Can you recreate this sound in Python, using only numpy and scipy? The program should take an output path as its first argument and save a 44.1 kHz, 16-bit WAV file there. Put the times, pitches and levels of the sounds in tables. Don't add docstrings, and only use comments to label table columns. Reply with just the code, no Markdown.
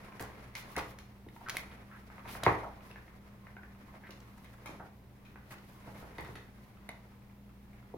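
import sys
import numpy as np
from scipy import signal
from scipy.fft import rfft, irfft, next_fast_len
from scipy.io import wavfile
from scipy.ndimage import map_coordinates

SR = 44100
rng = np.random.default_rng(int(sys.argv[2]) if len(sys.argv) > 2 else 0)


def to_wav(s):
    ch = np.atleast_2d(s).T
    pcm = np.round(np.clip(ch, -1, 1) * 32767)
    wavfile.write(sys.argv[1], SR, pcm.astype(np.int16))


N = 351477
TIME = np.arange(N) / SR
AGE = np.arange(SR // 3) / SR


def from_db(db):
    return 10 ** (np.asarray(db) / 20)


def rms_one(x):
    return x / np.sqrt(np.mean(x ** 2) + 1e-20)


def attack_one(x):
    return x / np.sqrt(np.mean(x[:SR // 125] ** 2) + 1e-20)


def at_hz(points, hz):
    table_hz, values = np.array(points).T
    return np.interp(np.log(hz), np.log(table_hz), values)


def cut(x, hz, kind, order=2):
    return signal.sosfilt(signal.butter(order, hz, kind, fs=SR, output="sos"), x)


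def band_around(x, hz, width):
    return cut(x, [hz / (1 + width), hz * (1 + width)], "band")


def drift(rate_hz):
    step, settle = 40, 2000
    pole = np.exp(-2 * np.pi * rate_hz * step / SR)
    noise = rng.standard_normal(N // step + settle + 2)
    slow = signal.lfilter([1], [1, -2 * pole, pole * pole], noise)[settle:]
    return np.interp(np.arange(N) / step, np.arange(len(slow)), rms_one(slow))


def add(track, s, sound):
    start = round(s * SR)
    track[..., start:start + sound.shape[-1]] += sound[..., :N - start]


# frequency in Hz, left-right correlation.
CORRELATION = [(100, 0.94), (300, 0.76), (600, 0.76), (1100, 0.13), (2800, 0), (6000, 0), (14000, 0)]


def diffuse(spectrum, size):
    hz = np.maximum(np.fft.rfftfreq(size, 1 / SR), 1)
    alike = at_hz(CORRELATION, hz)
    mid, side = rfft(rng.standard_normal((2, size)))
    pair = np.sqrt(1 + alike) * mid + np.sqrt(1 - alike) * side * [[1], [-1]]
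    return irfft(from_db(at_hz(spectrum, hz)) * pair, size) / np.sqrt(2)


def steady(spectrum):
    return rms_one(diffuse(spectrum, next_fast_len(N))[:, :N])


def struck(modes, spread_db):
    hz, db, t60_s = np.array(modes).T[:, :, None]
    signs = (-1) ** np.arange(len(modes))[:, None]
    gains = signs * from_db(db + spread_db * rng.standard_normal(db.shape) - 60 * AGE / t60_s)
    return attack_one(np.sum(gains * np.sin(2 * np.pi * hz * AGE), axis=0))


def burst(t60_s):
    return rng.standard_normal(len(AGE)) * from_db(-60 * AGE / t60_s)


def crack(t60_s):
    fade = from_db(-60 * AGE / t60_s) * (1 - np.exp(-AGE / .001))
    x = burst(t60_s) * fade ** .5
    for _ in range(2):
        x = irfft(np.exp(1j * np.angle(rfft(x))), len(AGE)) * fade ** .5
    return x


# time in seconds, distance in m.
DISTANCE_M = [(0, 1.7), (0.8, 1.47), (1.5, 0.91), (2.5, 1.27), (4.0, 1.46), (4.7, 2.44), (6.2, 2.7),
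              (6.9, 1.03), (7.97, 0.54)]


def distance_m(s):
    return np.interp(s, *np.transpose(DISTANCE_M))


def spread(sound, s, falloff):
    return np.array([sound / distance_m(s) ** falloff, sound])


# time in seconds, movement level in dB.
MOVEMENT_DB = [(0.0, -57.5), (0.8, -60.5), (1.11, -67), (1.37, -69), (1.53, -56), (2.0, -65), (2.53, -51.5),
               (2.66, -60), (3.42, -67.5), (4.02, -63), (4.39, -65.5), (4.71, -61), (4.97, -70),
               (5.66, -63.5), (6.26, -60.5), (6.44, -65.5), (7.39, -69.5), (7.97, -67)]
STILL_DB = -71
# frequency in Hz, density in dB per Hz.
SHUFFLE_SPECTRUM = [(120, 2.5), (250, 1), (400, -0.5), (850, -2), (1300, -8), (2500, -37)]
RUSTLE_SPECTRUM = [(500, -17.5), (1000, -6.5), (1400, -5), (2100, -3.5), (2900, -14.5), (4200, -20.5),
                   (8000, -56)]
SLIDE_SPECTRUM = [(1500, -3), (3000, -5), (4200, -2.5), (5500, -2), (8000, -11), (11000, -4),
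                  (16000, -17.5)]
# frequency in Hz, level in dB, t60 in seconds.
SLAT_MODES = [(1056, 2, 0.021), (1260, 8, 0.017), (1500, 3.5, 0.0061), (1820, -4, 0.0069),
              (2250, 5, 0.0077), (2510, -2, 0.005)]


def rubbing(shuffle_db=2.5, slide_db=-9.0, stroke_db=2.0, flutter_db=1.65, ticks_per_s=40, ticks_db=-8):
    level_db = np.interp(TIME, *np.transpose(MOVEMENT_DB))
    moving = np.sqrt(np.maximum(from_db(2 * level_db) - from_db(2 * STILL_DB), 0))
    bodies = from_db(shuffle_db) * steady(SHUFFLE_SPECTRUM) + steady(RUSTLE_SPECTRUM)
    hiss = from_db(slide_db + flutter_db * drift(25)) * steady(SLIDE_SPECTRUM)
    rub = moving * from_db(stroke_db * drift(18.0)) * (bodies + hiss)
    catches = (rng.random(N) < ticks_per_s / SR) * rng.standard_normal(N)
    versions = len(SLAT_MODES)
    dealt = rng.integers(0, versions, N)
    ticks = np.zeros(N)
    for k in range(versions):
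        ticks += signal.oaconvolve(catches * (dealt == k), struck(SLAT_MODES, spread_db=11.5))[:N]
    return rub, rms_one(ticks) * moving * from_db(ticks_db)


# frequency in Hz, level in dB rms before trim and waver.
HUM_LINES = [(59.2, -61.5), (86.1, -71.5), (119.0, -61), (200.5, -60)]


def hum(trim_db=-1, waver_db=2, wander_rad=.6):
    lines = np.zeros(N)
    for hz, db in HUM_LINES:
        phase = 2 * np.pi * (hz * TIME + rng.random()) + wander_rad * drift(5)
        lines += from_db(db + waver_db * drift(3.6)) * np.sin(phase)
    return np.sqrt(2) * from_db(trim_db) * lines


# frequency in Hz, density in dB per Hz.
AIR_SPECTRUM = [(13, -21), (22, -2), (38, -6.5), (115, -1.5), (156, -6), (200, -2.5), (286, -9.5),
                (636, -18), (1020, -18), (1130, -25), (2080, -27.5), (2820, -29), (7810, -39.5),
                (14700, -33), (16000, -34.5)]


def air(level_db=-59):
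    return from_db(level_db) * steady(AIR_SPECTRUM)


def claw_tap(hz, sharpness_db, ring_db, snap_db=-1, ring_t60_s=0.01, tap_t60_s=0.029, snap_t60_s=0.018,
             tap_db=-12, tap_top_hz=4500, ring_room_db=-5, snap_room_db=-2.5, overtone_ratio=1.945,
             overtone_db=-11, hollow_hz=8000, hollow_q=3.7, high_tone_hz=10500, high_tone_db=-11):
    tones = np.sin(2 * np.pi * hz * AGE)
    tones -= from_db(overtone_db) * np.sin(2 * np.pi * hz * overtone_ratio * AGE)
    tones += from_db(high_tone_db) * np.sin(2 * np.pi * high_tone_hz * AGE)
    ring = from_db(ring_db) * attack_one(tones * from_db(-60 * AGE / ring_t60_s))
    woody = cut(crack(tap_t60_s), [950, 4200], "band")
    tap = from_db(tap_db) * attack_one(cut(woody, tap_top_hz, "low", order=5))
    bright = cut(cut(crack(snap_t60_s), 4500, "high"), 6300, "low", order=1)
    hollowed = signal.lfilter(*signal.iirnotch(hollow_hz, hollow_q, fs=SR), bright)
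    snap = from_db(sharpness_db + snap_db) * attack_one(hollowed)
    return tap + snap * from_db([[0], [snap_room_db]]) + ring * from_db([[0], [ring_room_db]])


# start in seconds, strength in dB, ring in Hz,
# sharpness in dB before the snap trim, ring level in dB relative to strength.
CLAW_TAPS = [(0.196, -35, 1750, -11, -5.5), (0.552, -29.5, 2110, -10, -11.5), (0.567, -47, 1860, -5, -6),
             (0.625, -50, 2030, -4, -6), (0.7646, -28.5, 1990, -12.5, -7), (0.987, -41.5, 1740, -8.5, -8.5),
             (1.287, -53, 1920, -21, -4.5), (1.486, -39, 1590, -13, -5), (1.496, -37.5, 2000, -2, -4.5),
             (1.501, -36.5, 2280, -8, -11), (1.5687, -34.5, 2160, -9, -1.5),
             (2.4353, -27.5, 3930, -10, -11.5), (2.913, -46, 2670, -19, -7), (4.107, -45, 2760, -4.5, -8.5),
             (4.445, -47, 2130, -13, -8), (4.6595, -37, 2240, -5.5, -4.5), (5.251, -44.5, 2440, -14, -13),
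             (5.509, -41, 1640, -9, -12), (6.184, -38.5, 2000, -12.5, -3), (6.246, -40.5, 1670, -16, -13),
             (6.356, -38, 1880, -12.5, -5.5), (6.8907, -40.5, 2060, -13, -3)]


def claws(falloff=1.6, next_toe_s=0.025, next_toe_db=-18.5):
    out = np.zeros((2, N))
    for s, strength_db, hz, sharpness_db, ring_db in CLAW_TAPS:
        gains = from_db(strength_db) * spread(np.ones(1), s, falloff)
        add(out, s, gains * claw_tap(hz, sharpness_db, ring_db))
        next_toe = from_db(next_toe_db) * claw_tap(hz, sharpness_db, ring_db)
        add(out, s + next_toe_s, gains * next_toe)
    return out


# start in seconds, length in seconds, resonance in Hz, level in dB.
SCRAPES = [(.203, 0.056, 600, -48), (0.764, 0.042, 700, -40.5), (.785, 0.017, 2200, -44.5),
           (1.547, 0.016, 1800, -52), (1.63, 0.017, 1000, -55), (1.712, .03, 1670, -61),
           (1.882, .012, 1100, -68), (1.962, 0.017, 1380, -62.5), (2.117, 0.012, 1200, -69),
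           (2.218, 0.013, 900, -65), (2.277, 0.039, 1700, -52.5), (2.443, 0.052, 2210, -46.5),
           (4.069, .015, 1700, -60.5), (4.198, 0.014, 880, -66), (4.202, .008, 4000, -63),
           (4.376, .015, 850, -62), (4.443, 0.013, 850, -63), (4.535, 0.018, 1000, -63),
           (4.631, 0.018, 900, -68), (5.505, 0.046, 1210, -54.5), (5.582, .01, 2400, -61),
           (5.8, 0.011, 1000, -69), (5.944, .01, 1100, -60.5), (6.182, 0.0062, 2280, -52.5),
           (6.205, 0.0094, 900, -52), (6.246, .008, 1100, -54.5), (6.277, 0.0066, 900, -55),
           (6.353, 0.004, 1850, -53)]


def scuffs(catches_per_s=900, size_db=4, width=0.9, grit_db=-17, grit_hz=2600):
    out = np.zeros(N)
    for s, length_s, hz, level_db in SCRAPES:
        swell = np.sin(np.pi * np.sqrt(np.minimum(AGE / length_s, 1)))
        chance, sizes = rng.random(len(AGE)), rng.standard_normal((2, len(AGE)))
        caught = chance <= max(catches_per_s / SR, np.min(chance[swell > .5]))
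        catches = swell * caught * np.sign(sizes[0]) * from_db(size_db * sizes[1])
        grit = from_db(grit_db) * cut(catches, grit_hz, "high", order=1)
        scrape = band_around(catches, hz, width) + grit
        add(out, s, from_db(level_db) * scrape / np.sqrt(np.sum(scrape ** 2) / (length_s * SR)))
    return out


# frequency in Hz, level in dB, t60 in seconds.
JOIST_MODES = [(59, -15, 0.26), (79.5, -7.5, 0.31), (126, 3.5, 0.07), (162.4, 9, 0.039)]
BOARD_MODES = [(215, -1, 0.033), (306, -1.5, 0.036), (389, -2, 0.038), (496, 2, 0.02), (553.6, 0.5, 0.027),
               (668, -0.5, 0.017), (773, -10, 0.047), (822, -1.5, 0.018), (1000, 0.5, 0.0074)]


def blow(spot_hz, hardness_db, thud_db, knock_db=-4, clack_db=-3, push_hz=900, push_t60_s=0.0068,
         push_db=5, spot_db_per_octave=11, slat_db=-4, pad_hz=2450):
    push = np.sin(2 * np.pi * push_hz * AGE) * from_db(push_db - 60 * AGE / push_t60_s)
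    hard = from_db(min(hardness_db, 0) / 2)
    boards = [(hz, db - spot_db_per_octave * abs(np.log2(hz / spot_hz)), t60_s)
              for hz, db, t60_s in BOARD_MODES]
    knock = attack_one(struck(boards, spread_db=1.5) + hard * push)
    thud = struck(JOIST_MODES, spread_db=3.0)
    slap = attack_one(cut(crack(t60_s=0.0052), [1150, 2300], "band"))
    clack = attack_one(slap + from_db(slat_db) * struck(SLAT_MODES, spread_db=2.0))
    sound = from_db(knock_db) * knock + from_db(thud_db) * thud + from_db(hardness_db + clack_db) * clack
    return cut(sound, pad_hz, "low", order=7)


# start in seconds, strength in dB, pitch of the spot in Hz,
# hardness in dB (low for a soft pad, near 0 for bone).
LANDINGS = [(0.204, -35, 500, -13), (0.771, -29, 525, -12), (1.264, -44, 353, -30), (1.546, -44.5, 550, -7),
            (2.181, -50, 660, 1), (2.256, -45, 1000, -3.5), (2.351, -41, 920, -0.5),
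            (2.432, -31.5, 626, -4.5), (2.4641, -18, 800, -2), (2.481, -24, 400, -4.5),
            (2.633, -37.5, 1020, -39.5), (3.94, -48.5, 700, -10), (4.091, -44, 447, -8),
            (4.657, -41.5, 724, -3), (4.689, -38, 405, -13), (4.799, -40, 870, -16), (5.512, -46, 850, -4),
            (5.552, -47.5, 380, -12), (5.875, -39.5, 600, -13), (5.950, -45.5, 496, -11),
            (6.025, -40, 520, -9), (6.184, -34, 477, -8), (6.286, -38, 407, -13), (6.355, -45, 486, -7),
            (6.891, -43.5, 720, -8), (7.940, -39, 460, -31)]
HEEL_S, HEEL_DB, HEEL_PITCH_RATIO, HEEL_HARDNESS_DB = 0.019, -12.5, 0.78, -12
THUD_DB, THUD_DB_PER_M = -22, 6


def knocks(falloff=0.69):
    out = np.zeros((2, N))
    for s, strength_db, spot_hz, hardness_db in LANDINGS:
        thud_db = THUD_DB + THUD_DB_PER_M * distance_m(s)
        toes = blow(spot_hz, hardness_db, thud_db)
        heel = blow(spot_hz * HEEL_PITCH_RATIO, hardness_db + HEEL_HARDNESS_DB, thud_db)
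        add(out, s, spread(from_db(strength_db) * toes, s, falloff))
        add(out, s + HEEL_S, spread(from_db(strength_db + HEEL_DB) * heel, s, falloff))
    return out


# centre in seconds, half length in seconds,
# peak hiss in dB before the strokes.
SWEEP_STROKES = [(0.589, 0.018, -51.5), (0.717, 0.035, -61.5), (0.903, 0.019, -60.5), (1.38, 0.045, -67),
                 (1.578, 0.026, -51.5), (2.288, 0.0099, -59), (2.338, 0.032, -49.5), (2.873, 0.037, -66.5),
                 (4.39, 0.17, -70.5), (5.524, 0.022, -59), (5.732, 0.095, -68), (6.624, 0.068, -72.5),
                 (5.983, 0.075, -64.5), (6.274, 0.087, -66.5)]
# frequency in Hz, density in dB per Hz.
SWEEP_SPECTRUM = [(1500, -10), (3000, -1), (5000, -5), (8000, -10.5), (11000, -4.5), (16000, -7.5)]


def sweeps(stroke_db=1.5):
    speed = np.zeros(N)
    for s, half_s, db in SWEEP_STROKES:
        speed += from_db(db) * np.exp(-.5 * ((TIME - s) / half_s) ** 2)
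    return speed * from_db(stroke_db * drift(25)) * steady(SWEEP_SPECTRUM)


# start in seconds, length in seconds, resonance in Hz, level in dB.
PAD_SKIDS = [(0.756, 0.015, 1650, -46), (1.409, 0.0093, 824, -52), (1.459, 0.034, 1440, -47),
             (1.913, 0.048, 1490, -56.5), (2.637, 0.013, 1030, -46.5), (2.649, 0.051, 696, -49),
             (4.043, 0.044, 1830, -60), (4.797, 0.021, 1280, -54), (7.782, 0.013, 1930, -68)]


def skids(width=0.22):
    out = np.zeros(N)
    for s, length_s, hz, level_db in PAD_SKIDS:
        slips = burst(t60_s=0.81) * (AGE < length_s)
        squeak = band_around(slips, hz, width)
        add(out, s, from_db(level_db) * squeak / np.sqrt(np.sum(squeak ** 2) / (length_s * SR)))
    return out


# start in seconds, level in dB before the trim, mouth resonance in Hz.
MOUTH_SMACKS = [(1.363,-49.5,920), (2.101,-49.5,1240), (2.959,-45.5,1750), (3.08,-54,1820),
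                (3.469,-49,1800), (3.567,-45,1530), (3.633,-48.5,1710), (4.037,-50,1700), (5.358,-48,1500),
                (7.732,-61,2250), (7.828,-60,1410)]


def smacks(trim_db=-4, mouth_t60_s=0.02, wet_db=-2):
    out = np.zeros(N)
    for s, level_db, hz in MOUTH_SMACKS:
        cavity = attack_one(np.sin(2 * np.pi * hz * AGE) * from_db(-60 * AGE / mouth_t60_s))
        crackle = attack_one(cut(cut(crack(t60_s=0.023), 280, "high"), 2400, "low", order=7))
        add(out, s, from_db(level_db + trim_db) * attack_one(cavity + from_db(wet_db) * crackle))
    return out


# frequency in Hz, level in dB, t60 in seconds.
DECK_MODES = [(60, -12, 0.86), (86.7, -7, 0.57), (111.5, 0.5, 0.41), (160, -1, 0.34), (382, 5, 0.26),
              (459, 2, 0.27), (560, -4, 0.32), (708, -12.5, .3), (765, -7.5, 0.22), (830, 1, 0.16),
              (1298, -4, 0.31), (1526, -14, 0.18), (1880, -12, 0.16), (2090, -22, 0.28)]


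def drop(s=2.4645, level_db=-27.5):
    out = np.zeros(N)
    add(out, s, from_db(level_db) * struck(DECK_MODES, spread_db=1.5))
    return out


def microphones(x, lag_s=.00003):
    lag = lag_s * SR * drift(1)
    return np.array([map_coordinates(x, [np.arange(N) + side * lag], order=3) for side in (1, -1)])


# delay in seconds, level in dB.
REFLECTIONS = [(.0024, -21), (.0098, -41), (0.015, -9.5), (.026, -36)]
# frequency in Hz, t60 in seconds.
TAIL_T60_S = [(100, 0.6), (400, 0.5), (1200, 0.36), (3000, 0.39), (6000, 0.37), (14000, 0.4)]
# frequency in Hz, level in dB.
TAIL_DB = [(100, -6.5), (400, -3), (1000, 2), (2000, 0.9), (5000, -3), (14000, -8.5)]


def room(x, build_s=0.0012, wall_hz=3200):
    age = np.arange(SR) / SR
    noise = diffuse(TAIL_DB, size=SR)
    tail, near = np.zeros((2, SR)), np.zeros((2, SR))
    edges_hz = np.geomspace(45, 18000, 10)
    for low, high in zip(edges_hz, edges_hz[1:]):
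        t60_s = at_hz(TAIL_T60_S, np.sqrt(low * high))
        fade = from_db(-60 * age / t60_s) * (1 - np.exp(-age / build_s))
        noise = np.roll(noise, SR // 9, axis=1)
        tail += cut(noise, [low, high], "band") * fade / np.linalg.norm(fade)
    for delay_s, db in REFLECTIONS:
        for side in near:
            side[round((delay_s + rng.uniform(0, .0008)) * SR)] += from_db(db)
    return signal.oaconvolve(x[None], tail + cut(near, wall_hz, "low"), axes=1)[:, :N]


def scene(skid_room_db=-2, floor_pan_db=0.2, claw_pan_db=-0.6, knock_room_db=-1.5, scuff_room_db=-3,
          deck_room_db=-14):
    rub, ticks = rubbing()
    claw, claw_send = claws()
    knock, knock_send = knocks()
    scuff, skid, smack, deck = scuffs(), skids(), smacks(), drop()
    sides = np.array([[1], [-1]])
    floor = microphones(knock + deck + smack + skid + scuff + ticks)
    direct = floor * from_db(floor_pan_db * sides) + microphones(claw) * from_db(claw_pan_db * sides)
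    send = from_db(knock_room_db) * knock_send + from_db(deck_room_db) * deck
    send += from_db(skid_room_db) * skid + from_db(scuff_room_db) * scuff
    wet = room(send + claw_send + smack + ticks)
    return direct + wet + rub + sweeps() + hum() + air()


def record(dry, cutoff_hz=15900):
    return signal.sosfilt(signal.ellip(10, .1, 80, cutoff_hz, fs=SR, output="sos"), dry)


dry = scene()
out = record(dry)
to_wav(out)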